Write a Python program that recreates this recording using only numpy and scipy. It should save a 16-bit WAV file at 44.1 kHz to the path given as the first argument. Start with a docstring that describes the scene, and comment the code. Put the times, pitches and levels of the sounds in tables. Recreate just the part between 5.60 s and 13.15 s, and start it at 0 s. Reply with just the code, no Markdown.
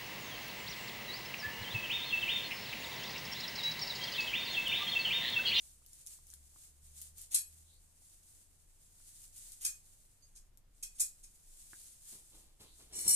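"""Fresh grass rustles under a hand, over a low outdoor rumble and a far motor that climbs in pitch and fades.
A plastic crate knocks softly and stems snap. Steel scissors shear three bunches, clashing shut and ringing;
the pivot squeaks once and a distant bird chirps twice, faintly. Near the end a low hum swells, clothes
scuff and the scissors chatter over the hard floor.
Rubbing is stick-slip clicks, coloured or driving steel modes; the walled porch adds a short wash."""
import sys
import numpy as np
from scipy import signal
from scipy.fft import rfft, irfft, next_fast_len
from scipy.io import wavfile

SR = 44100
rng = np.random.default_rng(int(sys.argv[2]) if len(sys.argv) > 2 else 0)


def output_pcm(signal):
    """Save a mono or channel-first signal as 16-bit PCM at the path in sys.argv[1].

    Samples are clipped to [-1, 1] before scaling.
    """
    pcm = np.clip(np.atleast_2d(signal).T, -1, 1) * 32767
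    wavfile.write(sys.argv[1], SR, np.round(pcm).astype(np.int16))


N = 332955
TIME = np.arange(N) / SR
FREQ = np.maximum(np.fft.rfftfreq(N, 1 / SR), 1)

# spectrum of rubbing grass: (frequency [Hz], level [dB])
GRASS_SPECTRUM = [(900, -24), (1600, -19), (2900, -15), (3800, -11), (4700, -9.5), (5600, -8), (7000, -1),
                  (8800, 1.5), (10500, -3), (11800, -7.5), (14300, -10), (15000, -45.5)]


def amp(db):
    """Decibels to gain."""
    return 10 ** (np.asarray(db) / 20)


def unit(x):
    """Scale to rms 1."""
    return x / np.sqrt(np.mean(x ** 2))


def gains(spectrum):
    """Gain at each FREQ from (frequency [Hz], level [dB]) points."""
    hz, db = np.transpose(spectrum)
    return amp(np.interp(np.log(FREQ), np.log(np.maximum(hz, 1)), db))


def colour(x, spectrum):
    """Give white sound a spectrum, keeping its power."""
    size = next_fast_len(N + 4096, True)
    shape = np.interp(np.fft.rfftfreq(size, 1 / SR), FREQ, unit(gains(spectrum)))
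    return irfft(rfft(x, size) * shape, size)[..., :N]


def follow(curve):
    """Join (time [s], value) points by straight lines."""
    return np.interp(TIME, *np.transpose(curve))


def wander(rate_hz):
    """Smooth random curve, rms 1."""
    return unit(np.interp(TIME * rate_hz, np.arange(4096), rng.standard_normal(4096)))


def clicks(rate_hz, spread_db):
    """Random impulses of uneven size, rms 1."""
    size = amp(spread_db * np.clip(rng.standard_normal(N), -2, 2))
    return unit((rng.random(N) < rate_hz / SR) * size * rng.choice([-1, 1], N))


def add(track, at_s, sound):
    """Mix a sound into a track."""
    start = int(at_s * SR)
    part = sound[..., :max(N - start, 0)]
    track[..., start:start + part.shape[-1]] += part


def porch(x, wet_db, t60_s, lag_samples=14):
    """Direct sound, later on the left, plus a short wash from floor and walls."""
    t = TIME[:SR // 2]
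    wash = rng.standard_normal((2, len(t))) * amp(-60 * t / t60_s) * (1 - np.exp(-t / 0.0023))
    response = amp(wet_db) * unit(wash) / np.sqrt(len(t))
    response[[0, 1], [lag_samples, 0]] += 1
    return signal.fftconvolve(np.atleast_2d(x), response / np.hypot(1, amp(wet_db)), axes=1)[:, :N]


def pressure(t, length_s, rise_share, release_s):
    """Envelope of one push: linear rise, hold, exponential release."""
    return np.minimum(t / (rise_share * length_s), 1) * np.exp(-np.maximum(t - length_s, 0) / release_s)


def gestures(moves, rise_share, release_s=0.052):
    """Envelope of (time [s], length [s], level [dB]) movements; their powers add."""
    power = np.zeros(N)
    for at_s, length_s, db in moves:
        power += (amp(db) * pressure(np.maximum(TIME - at_s, 0), length_s, rise_share, release_s)) ** 2
    return np.sqrt(power)


def grass_rustle():
    """Countless leaves flick past each other, with a sparser crackle of stiff stalks."""
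    # hand pushing, gathering, spreading: (time [s], length [s], level [dB])
    handfuls = [(-0.05, 0.14, -60), (.24, .17, -61), (.445, 0.089, -54.5), (.65, 0.072, -61),
                (.92, 0.13, -60.5), (1.2, 0.11, -63), (1.32, 0.12, -54), (1.55, 0.074, -54),
                (1.85, 0.14, -66.5), (2.33, 0.22, -64), (2.6, 0.21, -62.5), (3.18, .08, -66),
                (3.3, 0.35, -58.5), (3.73, 0.088, -55.5), (3.8, 0.14, -55), (4.15, 0.3, -70),
                (5.82, 0.25, -61), (5.98, 0.34, -57), (6.4, 0.15, -53), (6.66, 0.14, -61),
                (6.995, 0.03, -59), (7.08, 0.15, -63.5)]
    # faint stir of the heap between handfuls: (time [s], level [dB])
    stir = [(0, -68.5), (.85, -65.5), (1.17, -70), (2.0, -67), (2.2, -69), (3.05, -71.5), (4.0, -61.5),
            (4.75, -74), (5.05, -89.5), (5.2, -67.5), (5.8, -66), (6.6, -63), (6.95, -75.5), (7.55, -61)]
    effort = np.hypot(gestures(handfuls, rise_share=0.52), amp(follow(stir))) * amp(1.1 * wander(45))
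    leaves = np.array([clicks(12000, spread_db=3.1) for ear in range(2)])
    stalks = amp(-8) * clicks(90, spread_db=3)
    crackle = porch(colour(stalks * effort, GRASS_SPECTRUM), wet_db=-1, t60_s=0.11)
    return colour(leaves * effort, GRASS_SPECTRUM) + crackle


def outdoor_air():
    """A swelling rumble common to both ears, and a faint wide hiss."""
    # still air: (frequency [Hz], level [dB])
    rumble_spectrum = [(14, -8), (22, 4.5), (30, 6.5), (40, -11.5), (55, -9.5), (85, -18.5), (115, -13.5),
                       (200, -24), (320, -27.5), (450, -32), (700, -33), (1200, -40), (3000, -42),
                       (4500, -79.5)]
    # swell below 70 Hz: (time [s], gain [dB])
    swell = [(0, -3.5), (1.5, -1.5), (2.4, -2.5), (3.3, -0.5), (4, 0.5), (5.2, 4.5), (5.8, 1), (6.7, 0.5),
             (7.5, -4)]
    # (frequency [Hz], level [dB])
    hiss_spectrum = [(30, 23), (150, 6.5), (500, 1), (1500, -3), (3000, -4.5), (6000, -5.5), (14000, -8)]
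    noise = colour(rng.standard_normal(N), rumble_spectrum)
    bass = signal.sosfiltfilt(signal.butter(2, 70, fs=SR, output="sos"), noise)
    rumble = noise - bass + bass * amp(follow(swell))
    hiss = colour(rng.standard_normal((2, N)), hiss_spectrum)
    return amp(-66.5) * rumble + amp(-74) * hiss


def motor_and_hum():
    """A far motor's lowest two harmonics climb in pitch and fade; a low hum swells near the end."""
    # (time [s], pitch [Hz])
    pitch = [(0, 65), (.55, 66.5), (.8, 70), (1.2, 72.2), (2.3, 81), (3.0, 84), (3.6, 90), (4.8, 96),
             (6.6, 62.1)]
    # fundamental: (time [s], level [dB])
    level = [(0, -70.5), (.55, -74), (.8, -63), (1.03, -75), (1.22, -63), (1.55, -63.5), (1.75, -78),
             (1.93, -64), (2.3, -74.5), (3.0, -76), (3.7, -75), (4.8, -83.5), (6.6, -79.5), (7.55, -66)]
    pitch_hz = follow(pitch) * (1 + 0.0041 * wander(2.1))
    phase = 2 * np.pi * np.cumsum(pitch_hz) / SR
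    gain = np.sqrt(2) * amp(follow(level) + 0.46 * wander(8))
    return gain * (np.sin(phase) + amp(-16) * np.sin(2 * phase))


def crate_knocks():
    """Each knock is a dull push plus a few cycles of a plastic wall."""
    # (time [s], level [dB], wall ring [Hz])
    knocks = [(0.221, -63.5, 1230), (0.249, -61, 2960), (0.589, -60.5, 1080), (0.734, -55.5, 1620),
              (0.732, -68, 3670), (0.961, -53.5, 1170), (2.420, -63, 701), (3.402, -64, 1410),
              (6.133, -40, 1610)]
    track, t = np.zeros(N), TIME[:SR // 20]
    body = amp(-13.5) * np.sin(2 * np.pi * 330 * t) * np.exp(-t / 0.0023)
    for at_s, db, hz in knocks:
        wall = np.sin(2 * np.pi * hz * t) * np.exp(-t / 0.0013)
        add(track, at_s, amp(db) * (wall + body))
    return porch(track, wet_db=-5.5, t60_s=0.1, lag_samples=3)


def stem_snaps():
    """A breaking stem gives a dry tick that rings for a few cycles."""
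    # (time [s], level [dB])
    snaps = [(0.263, -55.5), (0.332, -53), (0.4642, -47.5), (0.4712, -45.5), (0.669, -57.5), (0.702, -53),
             (0.7382, -48.5), (1.416, -46), (1.421, -47), (1.582, -50.5), (1.616, -47.5), (3.78, -50.5),
             (3.92, -49), (4.0174, -48), (4.9733, -58)]
    track, t = np.zeros(N), TIME[:256]
    band = signal.iirpeak(9200, Q=1.3, fs=SR)
    for at_s, db in snaps:
        crack = rng.standard_normal(len(t)) * np.exp(-t / 0.0007)
        tick = signal.lfilter(*band, signal.lfilter(*band, crack))
        add(track, at_s, amp(db) * unit(tick))
    return porch(track, wet_db=-3, t60_s=0.08)


def stick_slip(strokes, slips, rise_share, release_s, focus_db=0, focus_width_hz=1700):
    """One (time [s], run of slips) per stroke; the contact point favours one band of the steel."""
    runs, t = [], TIME[:8192]
    hz = np.fft.rfftfreq(len(t), 1 / SR)
    octaves = np.log2(np.maximum(hz, 2000) / 8000)
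    for k, (at_s, length_s, db, tilt_db_oct, focus_hz) in enumerate(strokes):
        pressed = slips[k * len(t):(k + 1) * len(t)] * pressure(t, length_s, rise_share, release_s)
        run = unit(pressed) * np.sqrt(length_s / t[-1])
        tone_db = tilt_db_oct * octaves + focus_db / (1 + ((hz - focus_hz) / focus_width_hz) ** 2)
        runs.append((at_s, amp(db) * irfft(rfft(run) * amp(tone_db))))
    return runs


def ring(force, modes):
    """Drive steel modes; each reaches the two ears a quarter cycle apart."""
    t = TIME[:SR // 8]
    ear_phase = np.array([[np.pi / 4], [-np.pi / 4]])
    response = np.zeros((2, len(t)))
    for k, (hz, width_hz, db) in enumerate(modes):
        decay = amp(db) * np.sqrt(width_hz) * np.exp(-np.pi * width_hz * t)
        response += decay * np.sin(2 * np.pi * hz * t + (-1) ** k * ear_phase)
    response *= 1 - np.exp(-t / 0.00012)
    return signal.oaconvolve(force[None], unit(response) / np.sqrt(len(t)), axes=1)[:, :len(force)]


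def scissor_cuts():
    """Edges shear the stems, which damp them, then clash and ring; the grip retunes them slightly."""
    # blades meeting: (time [s], clash length [s], level [dB], tilt [dB/oct], focus [Hz],
    # shear lead [s], catch delay [s], catch gain [dB])
    cuts = [(1.743, 0.0068, -23, 2, 8770, .036, .013, -8.5),
            (4.0468, .008, -27.5, 2, 6240, 0.046, .014, -6),
            (5.395, 0.018, -30, 5, 7170, 0.013, 0.017, -2.5)]
    # light strokes without a clash: (time [s], length [s], level [dB], focus [Hz])
    openings = [(4.747, 0.031, -57.5, 7060), (5.225, 0.012, -39.5, 7200), (5.343, 0.027, -61, 7900),
                (5.628, 0.019, -55.5, 7800)]
    # rubbing edges, broad knock of blades and handles: (frequency [Hz], level [dB])
    edge_spectrum = [(300, -54), (1100, -48.5), (1620, -21.5), (2000, -12), (2480, -5), (3000, -22.5),
                     (3550, -7.5), (5000, -2.5), (6500, 2.5), (9000, 6), (11000, 0.5), (12500, -6),
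                     (13600, -6), (14200, -14)]
    # finger-damped blades: (frequency [Hz], width [Hz], level [dB])
    blade_modes = [(1613, 160, -11), (1753, 110, -9), (2493, 65, -2.5), (3304, 100, -6.5), (3640, 46, -19),
                   (4120, 50, -4.5), (4513, 53, -6.5), (5020, 48, -6), (5350, 60, -11), (5430, 42, 0.5),
                   (6550, 32, 3), (7360, 59, -3.5), (8100, 50, -13.5), (7500, 18, 3), (8010, 40, 3),
                   (8470, 35, -13), (8500, 45, -22), (8850, 28, -5), (9330, 50, -28), (9900, 44, -11),
                   (10970, 42, -2), (11360, 33, -2.5), (12500, 50, -21), (13100, 35, -10.5),
                   (14400, 50, -21.5)]
    catch_s, rub_s = 0.0067, 0.026
    shears, contacts = [], []
    for at_s, length_s, db, tilt_db_oct, focus_hz, lead_s, delay_s, catch_db in cuts:
        shears.append((at_s - lead_s, lead_s, db - 19, -0.5, 8200))
        clash = (at_s, length_s, db, tilt_db_oct, focus_hz)
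        tip_catch = (at_s + delay_s, catch_s, db + catch_db, tilt_db_oct - 1.5, 8700)
        rub_to_stop = (at_s + delay_s + catch_s, rub_s, db - 28, -4, 9260)
        contacts += [clash, tip_catch, rub_to_stop]
    contacts += [(at_s, length_s, db, 0.3, focus_hz) for at_s, length_s, db, focus_hz in openings]
    stalks, edges, blades = np.zeros(N), np.zeros(N), np.zeros((2, N))
    for at_s, run in stick_slip(shears, clicks(3800, spread_db=2.5), rise_share=0.36, release_s=0.003):
        add(stalks, at_s, run)
    grips = rng.standard_normal((len(contacts), len(blade_modes), 2))
    slips = clicks(4000, spread_db=3.3)
    runs = stick_slip(contacts, slips, rise_share=0.45, release_s=0.0017, focus_db=6)
    for (at_s, run), grip in zip(runs, grips):
        modes = [(hz * (1 + 0.008 * detune), width_hz, db + 2 * hold)
                 for (hz, width_hz, db), (detune, hold) in zip(blade_modes, grip)]
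        add(edges, at_s, run)
        add(blades, at_s, ring(run, modes))
    grinding = amp(-2) * colour(edges, edge_spectrum) + colour(stalks, GRASS_SPECTRUM)
    return porch(grinding, wet_db=-0.32, t60_s=0.19) + porch(amp(-8) * blades, wet_db=0.5, t60_s=0.26)


def chirps_and_squeak():
    """Two faint, rising, distant chirps and a brief pivot squeak: noise bands swell, glide and fade."""
    # first and last rows chirps, middle two the pivot:
    # (time [s], length [s], start [Hz], end [Hz], width [Hz], level [dB])
    glides = [(2.043, 0.14, 3440, 4490, 1405, -74.5), (4.608, 0.03, 4620, 4800, 400, -69),
              (4.617, 0.032, 6510, 6560, 199, -67.5), (7.025, 0.15, 3610, 4250, 1414, -72.5)]
    track = np.zeros(N)
    for at_s, length_s, start_hz, end_hz, width_hz, db in glides:
        t = TIME[:int(length_s * SR)]
        tone = np.sin(2 * np.pi * np.cumsum(np.linspace(start_hz, end_hz, len(t))) / SR)
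        arch = np.sin(np.pi * t / length_s)
        add(track, at_s, amp(db) * unit(arch * wander(width_hz)[:len(t)] * tone))
    return porch(track, wet_db=9.4, t60_s=0.2)


def clothes():
    """Dull cloth friction over the thud of the shifting body."""
    # (time [s], length [s], level [dB])
    scuffs = [(6.52, 0.013, -63.5), (6.71, 0.044, -65.5), (6.77, 0.13, -75), (6.99, 0.039, -60.5),
              (7.19, 0.017, -62), (7.29, .11, -59), (7.44, 0.047, -52)]
    # (frequency [Hz], level [dB])
    cloth_spectrum = [(60, -18), (140, 4.5), (200, -2.5), (350, 4), (520, -5), (1000, -7), (1600, -15),
                      (4000, -5.5), (9000, -22)]
    effort = gestures(scuffs, rise_share=0.43)
    rub = colour(clicks(3000, spread_db=2.94), cloth_spectrum) * effort
    body_band = signal.iirpeak(75.6, Q=1.5, fs=SR)
    thud = unit(signal.lfilter(*body_band, rng.standard_normal(N))) * effort
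    return porch(rub, wet_db=-5, t60_s=0.41, lag_samples=5) + amp(-8.5) * thud


def scissor_slide():
    """Steel chatters over the floor, brighter when pressed harder, and rings in narrow modes."""
    # short pushes: (time [s], length [s], level [dB])
    drags = [(7.321, 0.041, -48.5), (7.351, 0.042, -42), (7.379, 0.036, -39.5), (7.405, 0.061, -41.5),
             (7.458, .09, -32.5), (7.488, .024, -27)]
    # steel tapping the floor: (time [s], level [dB])
    taps = [(7.3513, -38), (7.478, -19), (7.5125, -37), (7.5212, -34), (7.540, -37)]
    # freely ringing scissors: (frequency [Hz], level [dB])
    free_modes = [(2380, -34), (2950, -10), (3640, -15), (4150, -8), (4230, -7.5), (4480, -6.5),
                  (4560, -16), (5566, 1.5), (6401, -30), (7079, -31), (7397, 4), (7848, 4.5), (8115, 2),
                  (8340, -22), (8516, -1), (8565, 6), (8796, -17), (9227, -16), (9582, 2.5), (9652, -3),
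                  (10320, -17), (10815, -3), (11154, -8), (11628, -13), (12527, -16), (12769, -4),
                  (13555, -9), (13948, -30)]
    # grating, with broad resonances of the pressed blades: (frequency [Hz], level [dB])
    grit_spectrum = [(1200, -26.5), (2400, -3), (2950, -56), (3400, -33), (4400, -4), (4950, -17),
                     (5580, 4), (6100, -0.5), (7600, 1), (10800, -1.5), (11950, -12), (12750, -11),
                     (13300, -15), (14300, -39)]
    tap_s, focus_hz, mode_width_hz = 0.0024, 9630, 14
    contacts = []
    for at_s, length_s, db in drags + [(at_s, tap_s, db) for at_s, db in taps]:
        tilt_db_oct = 2 + 0.26 * (db + 43)
        contacts.append((at_s, length_s, db, tilt_db_oct, focus_hz))
    force, slips = np.zeros(N), clicks(2400, spread_db=4.6)
    runs = stick_slip(contacts, slips, rise_share=0.21, release_s=0.0015, focus_db=3, focus_width_hz=320)
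    for at_s, run in runs:
        add(force, at_s, run)
    steel = ring(force, [(hz, mode_width_hz, db) for hz, db in free_modes])
    grating = porch(colour(force, grit_spectrum), wet_db=1, t60_s=0.25, lag_samples=5)
    return amp(-4) * grating + amp(-0.5) * steel


def scene():
    """All sources, in stereo."""
    bright = grass_rustle() + stem_snaps() + scissor_cuts() + chirps_and_squeak() + scissor_slide()
    return bright + crate_knocks() + clothes() + motor_and_hum() + outdoor_air()


def record(dry):
    """Two microphone ports of slightly different colour, and a steep top cut."""
    # left minus right: (frequency [Hz], level [dB])
    balance = [(100, 0), (400, -2), (1200, -0.5), (3000, 0), (5500, 0.5), (7500, -3.5), (9500, 3),
               (11000, 7), (14000, -1)]
    lean = np.sqrt(gains(balance))
    port_gains = np.repeat([lean, 1 / lean], 2, axis=1)[:, :N + 1]
    ports = irfft(rfft(dry, 2 * N) * port_gains, 2 * N)[:, :N]
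    top_cut = signal.ellip(10, 0.2, 85, 14450, fs=SR, output="sos")
    return signal.sosfilt(top_cut, ports)


dry = scene()
out = record(dry)
output_pcm(out)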